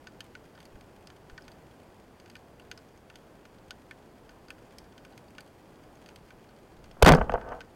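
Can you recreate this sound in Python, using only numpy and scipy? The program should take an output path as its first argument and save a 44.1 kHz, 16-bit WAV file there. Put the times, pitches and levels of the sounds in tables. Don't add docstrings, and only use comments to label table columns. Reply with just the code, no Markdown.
import sys
import numpy as np
from scipy import signal
from scipy.fft import rfft, irfft, next_fast_len
from scipy.io import wavfile

SR = 44100
rng = np.random.default_rng(int(sys.argv[2]) if len(sys.argv) > 2 else 0)


def store_pcm(level_fs):
    pcm = np.round(np.clip(level_fs, -1, 1) * 32767).astype(np.int16)
    wavfile.write(sys.argv[1], SR, np.atleast_2d(pcm).T)


N = 341775
TIME = np.arange(N) / SR
AGE = np.arange(16384) / SR

# f/Hz, level/dB
GUN_COLOUR = [(50, -8.5), (120, -7.5), (160, 0), (200, -0.5), (250, 0), (330, -2), (460, 1), (560, 0),
              (690, -1.5), (920, -3.5), (1550, -7.5), (2150, -18), (3100, -18), (3500, -40.5), (15000, -29)]
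# f/Hz, level/dB, t60/s
GUN_MODES = [(237, -2.5, 0.095), (434.6, -11, 0.16), (495.5, 0.5, 0.071), (650, -6, .12), (699, -3, 0.062),
             (732, -7, .08), (838, -4.5, 0.1), (914, -8.5, .09), (1185, -12, 0.11), (1303, -17, .09),
             (1520, 0.5, 0.056), (1754, -16, 0.062), (1930, -10, 0.046), (2525, -16, .035),
             (2990, -4, 0.065)]


def undb(db):
    return 10 ** (np.asarray(db) / 20)


def level(x, db):
    return x * undb(db) / np.sqrt(np.mean(x ** 2))


def unit(x):
    return x / np.sqrt(np.sum(x ** 2))


def add(out, t_s, sound):
    i = int(t_s * SR)
    out[i:i + len(sound)] += sound[:N - i]


def envelope(t_s, db, rise_db_per_s, hold_s, fall_db_per_s):
    before_s = np.maximum(t_s - TIME, 0)
    after_s = np.maximum(TIME - t_s - hold_s, 0)
    return undb(db - rise_db_per_s * before_s - fall_db_per_s * after_s)


def colour(x, points):
    n = 2 * next_fast_len(len(x))
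    hz, db = np.transpose(points)
    bins_hz = np.maximum(np.arange(n // 2 + 1) * SR / n, 1)
    gain = undb(np.interp(np.log(bins_hz), np.log(hz), db))
    cepstrum = irfft(np.log(gain))
    cepstrum[1:n // 2] *= 2
    cepstrum[n // 2 + 1:] = 0
    return irfft(rfft(x, n) * np.exp(rfft(cepstrum)))[:len(x)]


def band(x, low_hz, high_hz):
    highpass = signal.butter(2, low_hz, "high", fs=SR, output="sos")
    lowpass = signal.butter(2, high_hz, "low", fs=SR, output="sos")
    return signal.sosfilt(np.vstack([highpass, lowpass]), x)


def ring(force, modes):
    response = sum(undb(db - 60 * AGE / t60_s) * np.cos(2 * np.pi * hz * AGE) for hz, db, t60_s in modes)
    return signal.fftconvolve(force, response)[:len(force)]


def burst(window):
    return unit(rng.standard_normal(len(window)) * window)


def crack(length_s):
    window = np.exp(-(AGE / length_s) ** 4)
    spectrum = rfft(burst(window))
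    flat = irfft(spectrum / (np.abs(spectrum) + 1e-12))
    return unit(flat * np.sqrt(window))


def clicks(per_s, spread_db):
    size = undb(spread_db * np.minimum(rng.exponential(size=N), 5))
    return (rng.random(N) < per_s / SR) * size * rng.choice([-1, 1], N)


def sea(db=-54, swell_db=.5):
    # f/Hz, level/dB
    wash_colour = [(12, -42), (20, -4), (95, -2), (365, -3), (482, -5), (819, -8.5), (916, -10),
                   (1280, -16), (1510, -16.5), (2180, -22.5), (3220, -26), (4140, -31.5), (4630, -27),
                   (5470, -32), (15800, -38.5)]
    steps_s = np.arange(0, 8, .25)
    swell = np.interp(TIME, steps_s, rng.standard_normal(len(steps_s)))
    return level(colour(rng.standard_normal(N), wash_colour), db) * undb(swell_db * swell)


def far_shrimp(db=-73, smear_s=.005):
    # f/Hz, level/dB
    crackle_colour = [(1000, -21), (1600, 7), (4600, 0), (8000, -8), (15000, -17)]
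    pops = clicks(per_s=120, spread_db=2.6)
    crackle = signal.fftconvolve(pops, burst(np.exp(-AGE / smear_s)))[:N]
    return level(colour(crackle, crackle_colour), db)


def snap(db, brightness_db, hollow_hz, hollow_db=-3):
    # f/Hz, level/dB
    body_colour = [(900, -26), (1400, -4.5), (1900, 7.5), (2400, 7), (3200, 6), (3900, -1.5), (4650, 7),
                   (5700, -6.5), (6500, 4), (7300, -24), (12000, -36)]
    # f/Hz, level/dB
    fizz_colour = [(4000, -37), (6500, 1), (8300, 15.5), (10000, 9), (13000, 8), (16000, -17)]
    # f/Hz, level/dB, t60/s
    housing_modes = [(1490, 1.5, 0.049), (1520, 5, 0.021), (1770, -1, 0.038)]
    crack_s, max_lag_s, shiver_s, seabed_s, hollow_t60_s = .0013, .003, .0033, .012, .0045
    direct = crack(crack_s)
    bounce = np.roll(direct, int(max_lag_s * rng.uniform(.5, 1) * SR))
    onset = 1 - np.exp(-AGE / crack_s)
    tail = burst(onset * (np.exp(-AGE / shiver_s) + undb(-15) * np.exp(-AGE / seabed_s)))
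    late = undb(-5) * bounce + undb(-2.5) * tail
    force = direct + late
    body = unit(colour(force, body_colour))
    hollow = undb(hollow_db) * unit(ring(body, [(hollow_hz, 0, hollow_t60_s)]))
    fizz = undb(-15 + .55 * brightness_db) * unit(colour(direct + .5 * late, fizz_colour))
    drive = band(force, low_hz=1300, high_hz=3870)
    housing = undb(-3 - brightness_db) * unit(ring(drive, housing_modes))
    return (unit(body + hollow) + fizz + housing) * undb(db) * np.sqrt(crack_s * SR)


def weak_snaps(count=55):
    out = np.zeros(N)
    times_s = rng.uniform(0, TIME[-1], count)
    for t_s, (size, bright, pitch) in zip(times_s, rng.standard_normal((count, 3))):
        click = snap(db=-58.5 + 2 * size, brightness_db=5 + 6 * bright, hollow_hz=3200 * 2 ** (pitch / 2))
        add(out, t_s, click)
    return out


def near_snaps():
    # t/s, level/dB, brightness/dB, hollow f/Hz, hollow level/dB
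    events = [(.0709, -41.5, -6.5, 4550, -14), (.2056, -34.5, 3, 3100, -2), (.3519, -42.5, -8, 1950, 6),
              (.5767, -56, -12, 3240, 2), (.6033, -47.5, 7, 3160, -10), (.6286, -52, 14, 3360, -6),
              (.6538, -48, 13, 4640, -6), (.8098, -50, 8, 2310, -15), (1.0719, -43.5, 7, 5400, -2),
              (1.1018, -48, -2, 3250, -13), (1.2976, -49, -8, 2330, -6), (1.3782, -47, -14.5, 4400, -5),
              (1.4216, -52, 5, 5220, 11), (1.4806, -44, -1, 2430, -16), (1.5176, -50, 6, 4640, 0),
              (2.1994, -49.5, 6, 4580, -15), (2.2596, -50.5, -3, 2410, -12), (2.2993, -46, 9, 4700, -8),
              (2.354, -40.5, -4, 2320, 8), (2.366, -49, 4, 4600, -8), (2.5976, -47, 2, 2800, 10),
              (2.7142, -33.5, -1.5, 3000, -12), (2.7759, -44.5, 3, 5330, 5), (3.1, -46, -3, 2470, -2),
              (3.1567, -43, 5, 3300, -8), (3.4532, -48.5, -4, 2330, -4), (3.7076, -34, 0, 3400, -8),
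              (3.9106, -38, -5, 2220, 20), (4.2928, -49, -6, 4450, -15), (4.4838, -49.5, -4, 4800, -2),
              (4.5041, -35, 0, 2500, 6), (4.7843, -41, 15, 5400, 6), (4.9792, -46.5, 1, 3030, -10),
              (5.0498, -46, 1, 2410, 4), (5.1774, -45, 10, 2470, -20), (5.3824, -39.5, -6, 2350, 1),
              (5.4064, -45, 16, 4620, -2), (6.0604, -47.5, 0, 3040, -10), (6.0886, -45, 0, 2450, -11),
              (6.1597, -44.5, 11, 2470, -25), (6.3056, -47, -6, 2320, 6), (6.8419, -49, 1, 2460, -18),
              (6.9124, -48.5, 2, 5400, -10), (7.0485, -25, 14, 4700, -6), (7.1212, -19, 10, 4700, -6),
              (7.1488, -29, 8, 5200, 0), (7.3188, -42.5, -6, 2210, -5), (7.3381, -42.5, -1, 2540, -7),
              (7.4124, -51, -14, 2270, 7), (7.4885, -51, -2, 5000, -12), (7.606, -40, -5, 2350, -3),
              (7.613, -46, -10, 2020, -7)]
    out = np.zeros(N)
    for t_s, *click in events:
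        add(out, t_s, snap(*click))
    return out


def overload_crackle():
    # f/Hz, level/dB
    grit_colour = [(900, -20), (1800, 0), (5500, 0), (9000, -9), (15000, -20)]
    grit = level(colour(clicks(per_s=700, spread_db=1.8), grit_colour), 0)
    return grit * envelope(t_s=7.064, db=-37, rise_db_per_s=2500, hold_s=.022, fall_db_per_s=250)


def recoil():
    # f/Hz, level/dB
    swirl_colour = [(15, -5.5), (30, -3), (55, -4), (90, -11), (200, -15.5), (500, -31), (1500, -59),
                    (8000, -120)]
    # t/s, level/dB, rise/(dB/s), fall/(dB/s)
    eddies = [(.745, -48, 650, 400), (1.33, -49.5, 550, 480), (6.82, -55, 100, 22), (7.34, -37, 330, 250),
              (7.52, -47, 130, 160)]
    # t/s, f/Hz, level/dB, length/s
    surges = [(7.0273, 50.8, -1.5, 0.021), (7.062, 155.3, -8.5, 0.088), (7.08, 101, -12, .04),
              (7.085, 49, -13, .045), (7.18, 48.5, -29, .06)]
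    flow = envelope(t_s=7.08, db=-24, rise_db_per_s=360, hold_s=.07, fall_db_per_s=115)
    flow += sum(envelope(t_s, db, rise, 0, fall) for t_s, db, rise, fall in eddies)
    out = level(colour(rng.standard_normal(N), swirl_colour), 0) * flow
    for t_s, hz, db, length_s in surges:
        window = np.exp(-(AGE / length_s) ** 8)
        add(out, t_s, -undb(db) * np.sin(2 * np.pi * hz * AGE) * window)
    return out


def rattle(low_hz, high_hz, ring_db):
    ticks = colour(band(clicks(per_s=1500, spread_db=.5), low_hz, high_hz), GUN_COLOUR)
    return level(level(ticks, 0) + level(ring(ticks, GUN_MODES), ring_db), 0)


def running_gear(line_taut_s=7.2):
    bands = rattle(low_hz=145, high_hz=1050, ring_db=-12)
    bands *= envelope(t_s=7.073, db=1, rise_db_per_s=2200, hold_s=.012, fall_db_per_s=380)
    shaft = rattle(low_hz=350, high_hz=1550, ring_db=-3)
    shaft *= envelope(t_s=7.06, db=-26, rise_db_per_s=480, hold_s=.095, fall_db_per_s=170)
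    line = rattle(low_hz=450, high_hz=1500, ring_db=-2.5) * (TIME > line_taut_s)
    line *= envelope(t_s=7.51, db=-40.5, rise_db_per_s=38, hold_s=.025, fall_db_per_s=170)
    return bands + shaft + line


def knocks():
    # t/s, level/dB, contact/s, low f/Hz, high f/Hz, ring/dB
    blows = [(6.968, -51.5, .0073, 450, 1390, -11), (7.0165, -35.5, .012, 400, 1490, -6),
             (7.024, 15.5, .0062, 453, 880, -40), (7.0287, 12, .0007, 1500, 5000, -40),
             (7.0482, -15, .0024, 700, 4500, -33), (7.0579, -18, .0015, 500, 4000, -14),
             (7.0612, 1, .0074, 510, 2500, -11), (7.0812, 10, .0034, 130, 1600, -19),
             (7.087, 5, .006, 200, 1300, -14), (7.1205, -3.5, .0035, 404, 3500, -14),
             (7.135, -10, .0058, 120, 1590, -10), (7.149, -18.5, .0058, 150, 1400, -23),
             (7.1835, -32, .0054, 400, 2300, -10), (7.212, -25, .007, 520, 2400, -4),
             (7.295, -25.5, .0054, 170, 3300, -6.5), (7.321, -38, .007, 600, 1800, 7),
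             (7.3388, -28.5, .0064, 650, 850, 8), (7.3475, -34, .0047, 700, 1500, 5),
             (7.354, -26, .006, 670, 940, -9), (7.376, -36.5, .01, 450, 1380, -13),
             (7.519, -38, .016, 650, 1700, -6)]
    out = np.zeros(N)
    for t_s, db, contact_s, low_hz, high_hz, ring_db in blows:
        thud = unit(colour(band(crack(contact_s), low_hz, high_hz), GUN_COLOUR))
        blow = thud + undb(ring_db) * unit(ring(thud, GUN_MODES))
        add(out, t_s, blow * undb(db) * np.sqrt(contact_s * SR))
    return out


def scene():
    background = sea() + far_shrimp()
    shot = knocks() + recoil() + running_gear() + overload_crackle()
    return (background + shot + near_snaps() + weak_snaps())[None]


def record(dry, ceiling=.325, top_hz=16100):
    drive = signal.resample_poly(dry, 2, 1, axis=1) / ceiling
    clipped = ceiling * drive / (1 + drive ** 6) ** (1 / 6)
    lowpass = signal.ellip(8, .2, 70, top_hz, fs=SR, output="sos")
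    return signal.sosfilt(lowpass, signal.resample_poly(clipped, 1, 2, axis=1))


dry = scene()
out = record(dry)
store_pcm(out)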